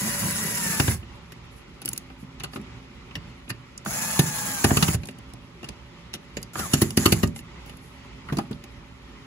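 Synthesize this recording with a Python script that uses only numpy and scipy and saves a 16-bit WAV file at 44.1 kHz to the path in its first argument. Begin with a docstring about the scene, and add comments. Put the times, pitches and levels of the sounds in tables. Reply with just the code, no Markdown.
"""Cordless driver on a plastic case

A small cordless driver runs in three bursts on the screws of a case that lies on a workbench: noise for its gears,
sine tones for motor and shaft. When a screw is tight the bit jumps out of its head and thumps case and bench, as noise
cracks and ringing modes. Mostly between bursts the bit ticks on plastic, the case knocks on the bench and sleeves
rustle, over workshop noise and hum. A phone nearby has two ports: their likeness, balance and phase vary with pitch."""
import sys
import numpy as np
from scipy import signal
from scipy.fft import rfft, irfft, next_fast_len
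from scipy.io import wavfile
from scipy.ndimage import uniform_filter1d, map_coordinates

SR = 44100
rng = np.random.default_rng(int(sys.argv[2]) if len(sys.argv) > 2 else 0)


def to_wav(sig):
    """Store sig (one row per channel, or 1-D mono) as 16-bit WAV at the path in sys.argv[1].

    Samples outside -1..1 are clipped; the rate is SR.
    """
    pcm = np.clip(np.atleast_2d(sig), -1, 1) * 32767
    pcm = np.round(pcm).astype(np.int16)
    wavfile.write(sys.argv[1], SR, pcm.T)  # frames by channels


N = 408361  # length in samples

# How the case on the bench rings. Each row: pitch in Hz, relative level in dB, time to fall 60 dB when free in seconds.
BENCH_MODES = [(78, -12, 0.21), (107.4, 2.5, 0.13), (153.8, 4.5, 0.12), (207, 2.5, 0.06), (248.4, 5, 0.047),
               (308.6, -2, 0.044), (344.7, -0.5, 0.034), (460, -12, 0.036), (562, -11, 0.033),
               (766, -13.5, 0.031), (952, -21, 0.015)]
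# How the steel bit, the chuck and the case wall ring. Each row: pitch in Hz, width in Hz, relative level in dB.
BIT_MODES = [(770, 260, -2), (1246, 194, 2.5), (1460, 280, 0.5), (1830, 300, 0), (2050, 200, 0.5),
             (2566, 300, 2), (2872, 193, 6), (3760, 600, -2), (4430, 410, -0.5), (4800, 180, 1.5),
             (5410, 320, -2.5), (6220, 360, -2.5), (6990, 380, -1), (8600, 1000, 0), (10900, 980, -2.5),
             (11680, 510, -2), (14380, 850, -4)]
HELD = 0.83  # a hand on the case shortens its ring to this share


def amp(db):
    """Turns decibels into a gain."""
    return 10 ** (np.asarray(db) / 20)


def unit(x):
    """Scales a sound to an rms level of 1."""
    return x / np.sqrt(np.mean(x ** 2) + 1e-20)


def along(points, hz):
    """Reads a curve of (Hz, value) points, with pitch on a log axis."""
    f, v = np.transpose(points)
    return np.interp(np.log(hz + 1), np.log(f + 1), v)


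def curves(rows):
    """Gives one value per sample for each column after the time."""
    s, *cols = np.transpose(rows)
    return [np.interp(np.arange(N) / SR, s, c) for c in cols]


def wobble(rate):
    """Draws a smooth random curve through this many random points a second."""
    points = rng.standard_normal(int(N * rate / SR) + 4)
    return map_coordinates(points, [np.arange(N) * rate / SR])


def filtered(x, response):
    """Filters x by a complex response that depends on frequency."""
    m = next_fast_len(x.shape[-1] + 8192)  # spare room, so that the end does not wrap to the start
    spectrum = rfft(x, m) * response(np.fft.rfftfreq(m, 1 / SR))
    return irfft(spectrum, m)[..., :x.shape[-1]]


def resonances(modes):
    """Sums resonances of (Hz, width in Hz, dB), with alternating sign; each rings after it is struck."""
    def response(f):
        return sum((-1) ** k * amp(db) * 1j * f * width / (hz * hz - f * f + 1j * f * width)
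                   for k, (hz, width, db) in enumerate(modes))
    return response


def noise(spectrum):
    """Makes two unrelated noises of one colour, silent outside the spectrum."""
    def colour(hz):
        inside = (hz > spectrum[0][0]) & (hz < spectrum[-1][0])
        return amp(along(spectrum, hz)) * inside
    return unit(filtered(rng.standard_normal((2, N)), colour))


def patchy(x, depth_db):
    """Lets bands a few hundred Hz wide swell and sink by themselves."""
    z = signal.stft(x, nperseg=512)[2]
    field = uniform_filter1d(rng.standard_normal(z.shape[1:]), size=3, axis=0)  # smooth over pitch
    field = uniform_filter1d(field, size=5, axis=1)  # smooth over time
    return signal.istft(z * amp(depth_db * unit(field)), nperseg=512)[1][:, :N]


def add(track, s, sound):
    """Mixes a sound in at s seconds."""
    part = track[..., round(s * SR):][..., :sound.shape[-1]]
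    part += sound[..., :part.shape[-1]]


def workshop_air():
    """The broad background is coloured noise whose bands shift a little in level."""
    # Colour of the background. Each row: pitch in Hz, relative level in dB per Hz.
    air_colour = [(15, -49), (25, -34.5), (44, 6), (66, 8), (82, -5.5), (260, -9.5), (286, -21), (356, -11),
                  (576, -25), (635, -26.5), (848, -18), (1300, -19), (1620, -26), (2000, -19.5),
                  (2800, -22.5), (8000, -39), (10400, -54.5), (17600, -120)]
    air_db = -42
    return amp(air_db + wobble(7)) * unit(patchy(noise(air_colour), 1.5))


def machine_hum():
    """Distant machines hum as noise passed through narrow resonances, so each hum wavers."""
    # Each row: pitch in Hz, width in Hz, level in dB.
    hums = [(57.6, 2.4, -58.5), (120.3, 5.6, -52), (165.1, 3.9, -55), (264, 0.43, -57), (329, 3.2, -67.5),
            (573, 7.5, -63)]
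    hum = np.zeros((2, N))
    for hz, width, db in hums:
        hum += amp(db) * unit(filtered(rng.standard_normal((2, N)), resonances([(hz, width, 0)])))
    return hum


def cloth_rustle():
    """Sleeves and fingers brush the case: flickering noise swells and fades over a faint steady rustle."""
    # Colour of the rustle. Each row: pitch in Hz, relative level in dB per Hz.
    cloth_colour = [(2500, -25), (5000, -6), (10000, 0), (12300, -3), (13000, -16), (15900, -32)]
    # The brushes. Each row: middle in seconds, length in seconds, level in dB at the middle.
    brushes = [(1.108, 0.59, -79), (1.56, 0.15, -59.5), (1.94, 0.23, -54), (2.213, 0.084, -62),
               (2.551, 0.093, -51), (3.158, 0.06, -63), (3.502, 0.033, -41), (5.067, 0.18, -59),
               (5.66, .12, -73), (6.154, 0.036, -53), (6.394, 0.083, -68), (7.381, 0.08, -45.5),
               (7.708, 0.22, -63), (7.89, 0.26, -61), (8.37, 0.34, -63), (8.536, 0.073, -64)]
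    steady_db = -73
    t = np.arange(N) / SR
    strength = amp(steady_db)
    for s, length, db in brushes:
        strength = strength + amp(db) * np.cos(np.pi * np.clip((t - s) / length, -.5, .5)) ** 2
    return strength * unit(noise(cloth_colour) * amp(2.7 * wobble(40)))


def knocking(turns):
    """A flank of the bit takes up its play and gives one short push; case and bit ring briefly."""
    # What the knocks ring, first the case and then the bit. Each row: pitch in Hz, width in Hz, relative level in dB.
    knock_body = [(175, 75, 0), (1650, 200, -18)]
    knocks_per_turn, scatter_db = 6, 1.8
    count = np.floor(knocks_per_turn * turns + .5 + .08 * wobble(20))  # the timing is a little uneven
    pushes = (np.diff(count, prepend=count[0]) > 0) * amp(scatter_db * wobble(28))
    low, high = (resonances([mode]) for mode in knock_body)
    return filtered(pushes, lambda f: low(f) ** 2 + high(f))


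def driver():
    """Gear noise beats with the shaft, motor tones waver, rumble swells once a chuck turn with small knocks."""
    # One list per burst. Each row: time in seconds, commutator rate in Hz, gear noise level in dB.
    bursts = [
        [(0, 958.5, -28.5), (.5, 959, -29), (.6, 932, -29.5), (.62, 908, -27.5), (.72, 870, -28),
         (.86, 859, -29), (.92, 825, -30.5), (.96, 780, -42)],
        [(3.86, 516, -39), (3.9, 675, -31.5), (3.935, 810, -29), (3.975, 841, -29.5), (4.04, 851, -29),
         (4.17, 853, -29), (4.22, 874, -30), (4.31, 829.5, -30.5), (4.5, 822, -29.5), (4.57, 797, -31),
         (4.63, 754, -29), (4.72, 797, -28.5), (4.95, 764, -29), (4.97, 750, -57)],
        [(6.545, 704, -43), (6.6, 737, -31.5), (6.63, 679, -34), (6.665, 533, -35.5), (6.69, 488, -39),
         (6.74, 492, -29.5), (6.755, 590, -32.5), (6.79, 698, -35), (6.83, 656, -34.5), (6.88, 600, -42),
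         (6.96, 550, -52), (6.99, 600, -29.5), (7.1, 648, -32), (7.2, 660, -39.5), (7.285, 574, -51.5)],
    ]
    # Each row is a burst: whine level in dB, second commutator tone in dB, fainter tones in dB over their table,
    # time the screw is seated in seconds, bench rumble in dB, its swing with the chuck in dB,
    # first swell in seconds after the start.
    work = [(-46.5, -43.5, 1, 0.8, -37, 4.5, .065), (-42.5, -43.5, -3, 4.59, -40, 2, 0.18),
            (-52, -46.5, -2, 6.7, -40.5, 2, 0.039)]
    # Gear noise through the housing, which the hand covers differently in each burst: one list per burst.
    # Each row: pitch in Hz, relative level in dB per Hz.
    housings = [
        [(350, -10), (600, -12), (1700, -6.5), (2800, -9), (3300, -14.5), (5500, -9), (6500, -7.5),
         (8000, -4.5), (8800, -10.5), (9600, -3), (11500, -8), (12500, -8.5), (13500, -14), (15800, -15)],
        [(350, -48), (600, 0.5), (1700, -2), (2500, -3.5), (3600, -8), (5500, -3.5), (7000, 3.5), (8300, -0.5),
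         (9300, 0), (11300, -2), (12600, -4), (13500, -4), (14300, -25.5), (15800, -3.5)],
        [(350, -2), (600, -1), (1700, 1.5), (3300, -3.5), (5500, -3.5), (7000, 5), (8500, -1), (10800, 0.5),
         (13000, -4.5), (15800, -31)],
    ]
    # Level in dB of the switching whistle in each burst.
    whistle_levels = [-61, -51, -58]
    # Level in dB over the rumble of the small knocks in each burst.
    knock_levels = [-1, -7, -8]
    # The fainter tones. Each row: times the shaft speed, level in dB over the whine.
    faint_tones = [(3, -7), (7.5, -10), (10.4, -2), (12.2, -8), (15, -6), (20, -9), (25, -6), (30, -8),
                   (35, -5), (40, -1), (45, -5)]
    switching_hz = 15531  # the speed control chops the current here
    bars_per_turn = 5  # commutator bars a turn of the shaft
    whine_order = 5.155  # a gear mesh whines just above the commutator rate, times the shaft speed
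    load_db_per_loss = 51  # the second commutator tone gains this times the lost share of top speed
    seated_db, seated_s = -22, 0.05  # a tight screw smothers the tones this much within this time
    turns_per_bar = 0.00515  # chuck turns for each commutator bar
    rumble_growth = 1.1  # rumble dB per dB of gear noise
    stall_hz, stall_span_hz = 510, 40  # the tones die as the motor stalls to this rate, within this span

    out, t = np.zeros((2, N)), np.arange(N) / SR
    bench = resonances([(hz, 3 / t60, db) for hz, db, t60 in BENCH_MODES[1:4]])
    shaking = unit(filtered(rng.standard_normal((2, N)), bench) * amp(2.9 * wobble(28)))
    waver = [amp(3 * wobble(20)) for _ in faint_tones]

    for rows, settings, housing, whistle_db, knock_db in zip(bursts, work, housings, whistle_levels, knock_levels):
        hz, gear_db = curves(rows)
        whine_db, second_db, faint_db, seated_at, rumble_db, swing_db, swell_s = settings
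        start, end = rows[0][0], rows[-1][0]
        on = np.clip((t - start + 0.012) / 0.00216, 0, 1) * amp(-400 * np.maximum(t - end, 0))
        effort_db = gear_db - np.median(gear_db[on > .5])
        seated = np.clip((t - seated_at) / seated_s, 0, 1)

        # Angles in radians; the shaft speed jitters slightly
        shaft = 2 * np.pi * np.cumsum(hz * (1 + .0035 * wobble(150))) / SR / bars_per_turn
        bars = np.cumsum(hz) / SR
        chuck = 2 * np.pi * turns_per_bar * (bars - np.interp(start + swell_s, t, bars))

        beat = 1 + .15 * np.sin(shaft)
        gears = unit(patchy(noise(housing), 2.6) * beat * amp(1.2 * wobble(90)))

        whine = amp(2.5 * wobble(45)) * np.sin(whine_order * shaft)
        faint = sum(amp(db) * size * np.sin(times * shaft) for (times, db), size in zip(faint_tones, waver))
        lost_speed = np.clip(1 - hz / np.maximum.accumulate(hz), 0, .12)
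        second_gain = amp(second_db + load_db_per_loss * lost_speed + 2.4 * wobble(45))
        second = second_gain * np.sin(2 * bars_per_turn * shaft)
        tones = amp(whine_db) * (whine + amp(faint_db) * faint) + second
        turning = np.clip((hz - stall_hz) / stall_span_hz, 0, 1)
        tones = amp(effort_db + seated_db * seated) * turning * tones
        whistle = amp(whistle_db + effort_db + 1.5 * wobble(25)) * np.sin(2 * np.pi * switching_hz * t)

        knocks = knocking(chuck / (2 * np.pi))
        knocks = amp(knock_db) * knocks / np.std(knocks[on > .5])
        swell = amp(rumble_db + rumble_growth * effort_db + swing_db * np.cos(chuck))
        out += on * (amp(gear_db) * gears + swell * (shaking + knocks))
        out += on * np.sqrt(2) * (tones + whistle)
    return out


def thump(db, tilt_db, delay, soft, held=1, swing=2.6, centre_hz=200, focus_db=0):
    """A blow rings the bench modes at new strengths, and loose parts of the case clatter in the upper ones.

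    tilt_db is per octave above centre_hz; focus_db is lost one octave from it; soft is the rise in seconds;
    held shortens the ring; swing is how much wider the first swing is. db is the level of the first 25 ms."""
    lag_cycles = 0.46  # each mode needs about this many cycles to build up
    first_s = .011  # the wide first swing settles within about this time
    t = np.maximum(np.arange(SR // 3) / SR - delay, 0)
    first = slice(SR // 40)
    ring, modes = 0, []
    for hz, level, t60 in BENCH_MODES:
        octaves = np.log2(hz / centre_hz)
        level = level + tilt_db * octaves - focus_db * octaves ** 2
        modes.append((hz, 0.45 * hz, level))
        fade = amp(level + rng.normal(0, 3.5, (2, 1)) - 60 * t / (held * t60))
        build_up = 1 - np.exp(-t * hz / lag_cycles)
        ring = ring + fade * build_up * np.sin(2 * np.pi * hz * rng.normal(1, 0.032, (2, 1)) * t)
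    ring = ring * (1 + swing * np.exp(-t / first_s)) / np.std(ring[0, first])

    shake = rng.standard_normal(ring.shape) * amp(-60 * t / 0.053) * (t > 0)
    clatter = filtered(shake, resonances(modes[4:]))
    both = ring + amp(-9.5) * clatter / np.std(clatter[0, first])
    both = both * (1 - np.exp(-t / soft))
    return amp(db) * both / np.std(both[0, first])


def crack(db, t60, rise, colour):
    """A dying burst of noise with ragged strength, coloured by what is struck; db is its peak."""
    t = np.arange(SR // 8) / SR
    steps = np.repeat(rng.standard_normal(len(t) // 40 + 1), 40)[:len(t)]
    envelope = amp(0.99 * steps) * amp(-60 * t / t60) * (1 - np.exp(-t / rise)) ** 2
    burst = filtered(rng.standard_normal((2, len(t))) * envelope, colour)
    return amp(db) * burst / np.abs(burst).max(axis=1, keepdims=True)


def bit_jumps(out):
    """The bit jumps in the screw head: the steel cracks just before the bench answers."""
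    # Each row: time in seconds, crack peak in dB, thump level in dB, crack tilt in dB per octave,
    # delay of the thump in seconds.
    jumps = [(0.7973, -8, -16.5, -2, 0.003), (0.8785, -17.5, -15.5, -4.5, 0.0029),
             (0.94, -39, -28, 2, 0.0034), (4.191, -5, -12, 1, 0.0022), (4.642, -6, -13.5, -1, 0.0034),
             (4.7055, -13, -16, -12, 0.0094), (4.769, -8, -17.5, -0.5, 0.002),
             (4.8253, -5.5, -16.5, -1.5, 0.0017), (4.8805, -14.5, -18.5, -2.5, 0.0061),
             (4.9434, -21.5, -19, -1, 0.0025), (6.592, -20, -29.5, -1.5, 0.0042),
             (6.7341, -5.5, -14.5, 1.5, 0.00368), (6.8167, -5.5, -14, 0.5, 0.003),
             (6.9712, -6.5, -14.5, 1, 0.0042), (7.0562, -1.5, -13.5, -0.5, 0.0036),
             (7.121, -5.5, -13.5, 0.5, 0.0036), (7.2309, -12.5, -14.5, -0.5, 0.004)]
    crack_t60 = 0.039  # seconds
    full_tilt_db, tilt_growth = 3, 0.73  # thump tilt per octave at full force, its fall per dB of weaker crack
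    pressed = 0.79  # the bit pressing on the case shortens its ring to this share
    hardest_db = np.max(jumps, axis=0)[1]
    for s, db, thump_db, tilt_db, delay in jumps:
        steel = resonances([(hz, width, level + tilt_db * np.log2(hz / 2800) + rng.normal(0, 3.0))
                            for hz, width, level in BIT_MODES])
        add(out, s - .002, crack(db, crack_t60, 0.0032, steel))
        thump_tilt_db = full_tilt_db + tilt_growth * (db - hardest_db)
        add(out, s, thump(thump_db, thump_tilt_db, delay, .0015, pressed))


def bit_ticks(out):
    """Handling ticks have one broad colour each and ring the steel; higher ticks die sooner."""
    # Each row: time in seconds, tick peak in dB, centre pitch in Hz, width over centre, thump level in dB.
    tick_list = [(1.028, -39, 1800, .8, -45), (1.32, -31.5, 2830, 3.4, -48), (1.817, -28, 5000, 6.1, -47.5),
                 (1.823, -34, 5000, 3, -57), (1.85, -27, 6000, 3.2, -43), (1.8569, -13.5, 10000, 1.7, -43),
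                 (1.8771, -22, 4300, 3.8, -48), (1.888, -14, 12070, 1.5, -44), (1.914, -36, 4400, 1.5, -63),
                 (1.931, -16, 10000, 2.1, -44), (1.961, -31, 4000, 3, -60),
                 (1.9764, -15.5, 10000, 1.8, -56), (2.1, -37, 1500, 1.6, -47),
                 (2.398, -31.5, 2930, 2.7, -60), (2.4031, -27.5, 2010, 1.5, -42),
                 (2.435, -20.5, 1450, 9, -36), (2.442, -22, 2050, 2.7, -51), (2.5323, -29, 1600, 1.9, -43),
                 (2.558, -26, 1090, 1.5, -54), (2.566, -36, 2000, 1.8, -39), (2.614, -43, 9000, 1.2, -48),
                 (3.109, -36, 1780, 1.5, -52), (3.153, -20.5, 2800, 1.7, -41),
                 (3.162, -40, 11500, 2.2, -59), (3.478, -37, 2700, 0.73, -48), (3.495, -27.5, 1770, 1, -52),
                 (3.5005, -19, 1750, 2.4, -38.5), (3.7766, -24, 6740, 0.48, -70),
                 (5.033, -29.5, 2900, 1.6, -42), (5.055, -28, 9000, 2.2, -47.5),
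                 (5.072, -29, 10000, 1.5, -63), (5.086, -26.5, 2650, 2.8, -38.5),
                 (5.11, -40, 7000, 1.5, -62), (5.186, -37, 9500, 3, -45), (5.336, -32, 10500, 2.8, -44),
                 (5.629, -32.5, 1300, 3, -37.5), (5.6417, -27.5, 1840, 2.3, -45),
                 (5.687, -23.5, 3730, 1.6, -39), (6.132, -32, 2500, 2, -54), (6.1373, -19, 3000, 4.4, -42),
                 (6.148, -29, 2850, 2.2, -43.5), (6.157, -38, 2850, 1.8, -50), (6.368, -20, 1920, 3.6, -32),
                 (6.417, -40, 9000, 2.2, -72), (6.428, -21.5, 7100, 0.96, -64),
                 (6.905, -19.5, 7040, 2.3, -41), (7.274, -26.5, 8200, 1.2, -42), (7.36, -27, 1300, 13, -46),
                 (7.3894, -29.5, 3800, 2.9, -48), (7.661, -39.5, 9000, 2, -47.5),
                 (7.6941, -33.5, 1170, 6.3, -47), (7.77, -40, 9000, 1.4, -63),
                 (8.2862, -26.5, 1130, 1.4, -54), (8.2974, -27, 1380, 0.74, -42),
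                 (8.3213, -51, 2000, 1.5, -54), (8.3694, -21, 3430, 4.5, -30),
                 (8.384, -21.5, 3370, 2.6, -46), (8.386, -18, 755, 0.43, -50), (8.398, -32, 900, 1.8, -44),
                 (8.513, -36.5, 6600, 1.7, -54), (8.5275, -34.5, 3620, 0.49, -55),
                 (8.6384, -32, 3780, 2.9, -49)]
    longest_t60, longest_hz, shortening = 0.046, 1980, 0.58  # seconds up to this pitch, then this power of pitch
    for s, db, hz, width, thump_db in tick_list:
        steel = resonances([(mode, wide, level + rng.normal(0, 3)) for mode, wide, level in BIT_MODES])
        colour = resonances([(hz, width * hz, 0)])
        t60 = longest_t60 * min(1, longest_hz / hz) ** shortening
        add(out, s, crack(db, t60, 0.0056 * t60, lambda f: colour(f) ** 2 * steel(f)))
        add(out, s, thump(thump_db, 8, 0.00054, 0.024, HELD))


def case_knocks(out):
    """The case knocks on the bench: duller blows that ring most the modes near one pitch."""
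    # Each row: time in seconds, thump level in dB, favoured pitch in Hz, share of the free ring time.
    knock_list = [(2.2278, -38.5, 230, 0.81), (2.558, -34, 330, 0.55), (2.595, -38, 300, .8),
                  (3.1632, -31, 109, 0.82), (3.506, -31, 99, 0.55), (8.3222, -21.5, 215, 0.55),
                  (8.343, -33, 170, 0.36), (8.384, -24.5, 300, 0.4), (8.509, -28, 248, 0.43)]
    for s, db, hz, share in knock_list:
        add(out, s, thump(db, 0, 0.00048, 0.0051, share, swing=0.6, centre_hz=hz, focus_db=9))


def trigger_snaps(out):
    """The trigger snaps in: a click around one pitch, then a soft thump of the case."""
    # Each row: time in seconds, click peak in dB, thump level in dB.
    snaps = [(3.8606, -16.5, -30.5), (6.555, -19, -34)]
    click_hz, click_width_hz, click_t60 = 1010, 1230, 0.023
    click = resonances([(click_hz, click_width_hz, 0)])
    for s, db, thump_db in snaps:
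        add(out, s, crack(db, click_t60, 0.00024, lambda f: click(f) ** 2))
        add(out, s, thump(thump_db, 0, 0.0027, 0.014, HELD))


def walls(x):
    """The room answers with a noise tail in which each frequency dies at its own speed."""
    # Each row: pitch in Hz, time to fall 60 dB in seconds.
    fall_times = [(100, 0.47), (1000, 0.13), (5000, 0.18), (15000, 0.12)]
    hz, t, z = signal.stft(rng.standard_normal((2, SR // 2)), SR, nperseg=256)
    tail = signal.istft(z * amp(-60 * t / along(fall_times, hz)[:, None]), SR, nperseg=256)[1]
    late = np.pad(x, ((0, 0), (300, 0)))  # the answer comes 300 samples later
    return signal.fftconvolve(late, tail / np.linalg.norm(tail[0]), axes=1)[:, :N]


def scene():
    """Each source gives a shared and an unshared part; the two ports mix them by their likeness."""
    # Each row: pitch in Hz, likeness of left and right (1 is the same).
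    likeness = [(300, 0.95), (600, 0.17), (1800, 0.41), (4500, 0.2), (6200, 0.23), (7500, 0.4),
                (8400, 0.99), (9800, 0.95), (11000, 0.82), (12100, 0.37), (13300, 0.56), (14600, .9),
                (16000, 0.57)]
    near = driver()
    for strike in (bit_jumps, bit_ticks, case_knocks, trigger_snaps):
        strike(near)
    far = filtered(walls(near), lambda hz: 1 / (1 + 1j * hz / 2500))  # the walls return little treble
    parts = near + amp(-11.0) * far + workshop_air() + machine_hum() + cloth_rustle()

    def shares(hz):
        angle = np.arccos(np.clip(along(likeness, hz), 0, 1)) / 2
        return np.array([np.cos(angle), np.sin(angle)])
    shared, unshared = filtered(parts, shares)
    return np.array([shared + unshared, shared - unshared])


def record(dry):
    """Bass is cut, balance and phase vary with pitch, peaks are rounded, nothing passes above the band limit."""
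    # Each row: pitch in Hz, left over right in dB.
    left_over_right = [(100, -3.5), (400, -1), (1200, -1.5), (3500, 0), (5400, -5), (7200, -1),
                       (16000, 0.5)]
    # Each row: pitch in Hz, phase lead of the right channel in radians.
    right_lead = [(0, 0), (1500, 0), (2200, -1.8), (3600, -3.3), (5700, -3.3), (6600, -5.6), (8350, -3.2),
                  (8750, -3.08), (10500, -.2), (11300, .2), (13100, 3.08), (13900, 3.2), (15600, 6.28)]
    low_cut_hz, top_hz = 52, 15780
    ceiling = .93  # the loudest peaks are rounded off here
    half = np.array([[.5], [-.5]])  # each channel takes half of the difference

    def ports(hz):
        low_cut = (1j * hz / (low_cut_hz + 1j * hz)) ** 3
        balance = amp(half * along(left_over_right, hz))
        return low_cut * balance * np.exp(-1j * half * np.interp(hz, *np.transpose(right_lead)))
    heard = filtered(dry, ports)
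    rounded = heard / (1 + np.abs(heard / ceiling) ** 6) ** (1 / 6)
    return filtered(rounded, lambda hz: np.clip((top_hz - hz) / 120 + .5, 0, 1) ** 2)


dry = scene()
out = record(dry)
to_wav(out)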